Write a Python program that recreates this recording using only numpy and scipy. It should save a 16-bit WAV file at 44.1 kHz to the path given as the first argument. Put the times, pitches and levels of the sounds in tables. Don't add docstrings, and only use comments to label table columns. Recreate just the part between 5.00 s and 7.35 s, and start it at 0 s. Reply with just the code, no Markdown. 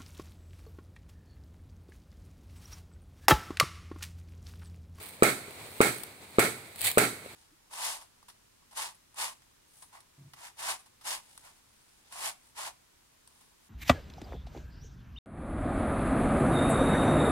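import sys
import numpy as np
from scipy import signal
from scipy.fft import rfft, irfft
from scipy.io import wavfile
from scipy.ndimage import uniform_filter1d

SR = 44100
rng = np.random.default_rng(int(sys.argv[2]) if len(sys.argv) > 2 else 0)


def master_out(mix):
    frames = np.transpose(np.atleast_2d(mix))
    ceiling = np.clip(frames, -1, 1)
    pcm = np.round(ceiling * 32767).astype(np.int16)
    wavfile.write(sys.argv[1], SR, pcm)


N = 103635

# frequency_hz, left_minus_right_db
BOAT_BALANCE = [(100, -1), (400, -2), (900, -2.5), (1400, -2.5), (2300, -14.5), (3200, -1.5), (4500, -5.5),
                (6500, -1), (8200, -4.5), (11000, 4.5), (15000, 1)]
GRASS_BALANCE = [(100, 15), (400, 0.5), (1300, -7.5), (2400, -14.5), (4400, -1), (8000, -2.5), (15000, 2.5)]


def hammer():
    # start_s, thump_db, pitch_hz, crack_delay_s, crack_db (before doubling), clatter_db
    blows = [(0.2232, -3.5, 424, 0.0087, -18, -21.5), (0.8050, -4.5, 421, 0.0076, -20.5, -22),
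             (1.3850, -5.5, 419, .0075, -19, -22), (1.9734, -7, 465, 0.0069, -16, -21)]
    # frequency_hz, level_db
    crack_spectrum = [(100, -33), (300, -4), (600, 9), (1000, -2.5), (1450, 6.5), (1800, -4), (2200, 7.5),
                      (3000, -9.5), (5500, -12.5), (7200, -11), (8200, 3), (10000, -10.5), (12500, -13),
                      (15500, -8)]
    out = np.zeros((2, N))
    common_noise = rng.standard_normal((2, SR))
    for start_s, thump_db, pitch_hz, crack_delay_s, crack_db, clatter_db in blows:
        add(out, start_s, amp(thump_db) * plank_thump(pitch_hz, peak_s=0.0017))
        crack = 2 * burst(crack_spectrum, BOAT_BALANCE, rise_s=0.001, t60_s=0.05)
        add(out, start_s + crack_delay_s, amp(crack_db) * crack)
        add(out, start_s + 0.005, amp(clatter_db) * clatter(common_noise))
    return out


def plank_thump(pitch_hz, peak_s, left_delay_s=0.00028):
    # frequency_hz, level_db (against the swing), t60_s
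    modes = [(263, -10.5, 0.042), (597, -18, 0.032), (1278, -7, 0.026), (1600, -23.5, 0.021),
             (2230, -17, 0.031), (3930, -23.5, 0.016), (8100, -26.5, 0.017)]
    t = np.maximum(np.arange(SR // 10) / SR - np.array([[left_delay_s], [0]]), 0)
    envelope = (t / peak_s * np.exp(1 - t / peak_s)) ** 2.05
    swing = envelope * np.sin(2 * np.pi * pitch_hz * t)
    ring = sum(amp(db) * decay(t, t60_s) * np.sin(2 * np.pi * hz * rng.uniform(0.94, 1.03) * t)
               for hz, db, t60_s in modes)
    return -(swing + ring)


def clatter(common_noise, common_share=0.63):
    # frequency_hz, level_db
    spectrum = [(40, -23), (85, -17), (125, 0.5), (165, -7.5), (240, 1.5), (420, -2), (700, -4.5),
                (1000, -9), (1500, -1.5), (1850, -2.5), (2400, -4), (2800, -13), (4400, -10.5), (5200, -19),
                (7300, -14.5), (8000, -8), (10000, -11.5), (12500, -17.5), (15500, -20)]
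    # centre_hz, width_hz, gain_db
    hull_resonances = [(260, 25, -0.5), (436, 54, 6.5), (826, 35, 4), (1333, 74, 9), (1680, 34, -5.5),
                       (2190, 66, 11), (2340, 68, 5), (3903, 34, 7), (7840, 170, 3.5), (9030, 80, 2.5)]
    # frequency_hz, t60_s
    yard_decay = [(100, 0.44), (400, .23), (1300, 0.16), (2300, 0.2), (4500, 0.35), (9000, 0.33),
                  (15000, 0.32)]
    rise_s, plateau_s, sag_db, echo_db = 0.0029, 0.064, 3, -14
    fresh_noise = rng.standard_normal(common_noise.shape)
    noise = np.sqrt(common_share) * common_noise + np.sqrt(1 - common_share) * fresh_noise
    reflections = colour(noise, spectrum, BOAT_BALANCE, hull_resonances)
    hz, t, bands = signal.stft(reflections, SR, nperseg=256)
    after_plateau_s = np.maximum(t - plateau_s, 0)
    sag = amp(-sag_db * np.minimum(t / plateau_s, 1))
    near = sag * decay(after_plateau_s, at_hz(yard_decay, hz)[:, None])
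    far = amp(echo_db) * decay(after_plateau_s, t60_s=0.7)
    tail = signal.istft(bands * np.hypot(near, far), SR, nperseg=256)[1]
    return tail * np.minimum(np.arange(tail.shape[1]) / SR / rise_s, 1)


def grass():
    # time_s, level_db
    step_levels = [(1.74, -80), (1.78, -46.5), (1.825, -35.5), (1.85, -24.5), (1.872, -23.5),
                   (1.895, -27.5), (1.925, -39.5), (1.965, -44), (2.03, -61)]
    rustle_levels = [(0, -47), (.1, -44), (.19, -59), (.45, -58.5), (.65, -53.5), (.95, -42.5), (1.15, -61),
                     (1.7, -57), (2.35, -62)]
    # frequency_hz, level_db
    step_spectrum = [(59, -39), (100, -3), (156, -17), (233, -33), (326, -17.5), (712, -8), (1400, -14),
                     (2220, 1), (2750, -6), (4370, -3), (5630, -21.5), (8060, -2), (15500, -10)]
    stalk_spectrum = [(200, -16.5), (1000, -6.5), (2300, -4), (4000, -4.5), (6000, -14), (7300, -12),
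                      (8500, 3), (11000, -5.5), (15500, -3.5)]
    # start_s, level_db (before doubling), t60_s, left_minus_right_db
    snaps = [(0.5078, -40, 0.0073, -2), (1.0348, -33, 0.02, 10), (1.759, -41.5, .022, 3.5),
             (1.7915, -35, .006, 10), (1.8098, -28, 0.008, 0), (1.8161, -21, 0.0058, 9),
             (1.8451, -24.5, 0.016, 3), (1.8615, -39, .006, -2), (1.915, -24.5, .01, 6)]
    out = fader(step_levels) * rubbing_blades(step_spectrum, clicks_per_s=5700)
    out += fader(rustle_levels) * rubbing_blades(stalk_spectrum, clicks_per_s=1500)
    for start_s, level_db, t60_s, balance_db in snaps:
        snap = 2 * burst(stalk_spectrum, GRASS_BALANCE, rise_s=0.0002, t60_s=t60_s)
        add(out, start_s, amp(level_db) * pan(balance_db) * snap)
    return out


def rubbing_blades(spectrum, clicks_per_s, spread_db=0.5):
    sizes = amp(spread_db * np.minimum(rng.exponential(1, N), 4))
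    clicks = sizes * (rng.random(N) < clicks_per_s / SR)
    return colour(clicks * rng.standard_normal((2, N)), spectrum, GRASS_BALANCE)


def far_knocks():
    # start_s, level_db, pitch_hz
    knocks = [(0.482, -36.5, 428), (0.5065, -49, 620), (0.688, -47, 394), (2.259, -36.5, 526)]
    out = np.zeros((2, N))
    for start_s, level_db, pitch_hz in knocks:
        add(out, start_s, amp(level_db) * plank_thump(pitch_hz, peak_s=0.0021))
    return out


def hush(waver_db=1.5):
    # frequency_hz, level_db
    spectrum = [(20, -28), (45, -19), (85, 5.5), (150, 0.5), (260, -1.5), (420, 0.5), (700, -1.5),
                (1100, -4.5), (1700, -7), (2280, 0), (2900, -10.5), (4200, -5), (5500, -17), (7200, -13),
                (8100, -7), (11000, -15), (15500, -19)]
    # frequency_hz, left_minus_right_db
    balance = [(60, 5), (110, 0), (200, 0.5), (380, -0.5), (700, 2), (1290, -2.5), (2380, -7), (4400, -1),
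               (8120, 3.5), (15000, 18)]
    # time_s, level_db
    levels = [(0, -48), (.2, -51), (.65, -47.5), (1.0, -50.5), (1.25, -52), (1.7, -50.5), (2.35, -51)]
    waver = unit_rms(uniform_filter1d(uniform_filter1d(rng.standard_normal(N), size=1500), size=1000))
    air = colour(rng.standard_normal((2, N)), spectrum, balance)
    return air * fader(levels) * amp(waver_db * waver)


def burst(spectrum, balance, rise_s, t60_s):
    t = np.arange(SR // 8) / SR
    noise = colour(rng.standard_normal((2, len(t))), spectrum, balance)
    return noise * np.minimum(t / rise_s, 1) * decay(t, t60_s)


def colour(noise, spectrum, balance, resonances=()):
    # frequency_hz, coherence
    likeness = [(60, .9), (300, 0.9), (640, 0.65), (1400, 0.11), (3000, .05), (15000, .05)]
    hz = np.fft.rfftfreq(noise.shape[1], 1 / SR)
    left, right = rfft(noise)
    coherence = at_hz(likeness, hz)
    left = coherence * right + np.sqrt(1 - coherence ** 2) * left
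    peaks_db = sum(db / (1 + (2 * (hz - centre) / width) ** 2) for centre, width, db in resonances)
    gains = amp(at_hz(spectrum, hz) + peaks_db) * pan(at_hz(balance, hz))
    return unit_rms(irfft(np.array([left, right]) * gains, noise.shape[1]))


def amp(db):
    return 10 ** (np.asarray(db) / 20)


def decay(t, t60_s):
    return np.exp(-np.log(1000) * t / t60_s)


def unit_rms(x):
    return x / np.sqrt(np.mean(x ** 2) + 1e-20)


def at_hz(points, hz):
    frequencies, values = np.transpose(points)
    return np.interp(np.log(hz + 1), np.log(frequencies + 1), values)


def fader(points):
    return amp(np.interp(np.arange(N) / SR, *np.transpose(points)))


def pan(balance_db):
    half_db = np.atleast_1d(balance_db) / 2
    gains = amp([half_db, -half_db])
    return gains / np.sqrt((gains ** 2).mean(0))


def add(mix, start_s, sound):
    part = mix[:, round(start_s * SR):][:, :sound.shape[1]]
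    part += sound[:, :part.shape[1]]


def scene():
    return hammer() + far_knocks() + grass() + hush()


def record(dry):
    ceiling, cutoff_hz = 0.75, 15800
    softened = dry / (1 + (dry / ceiling) ** 4) ** (1 / 4)
    lowpass = signal.firwin(401, cutoff_hz, window=("kaiser", 8), fs=SR)
    return signal.oaconvolve(softened, lowpass[None], "same")


dry = scene()
out = record(dry)
master_out(out)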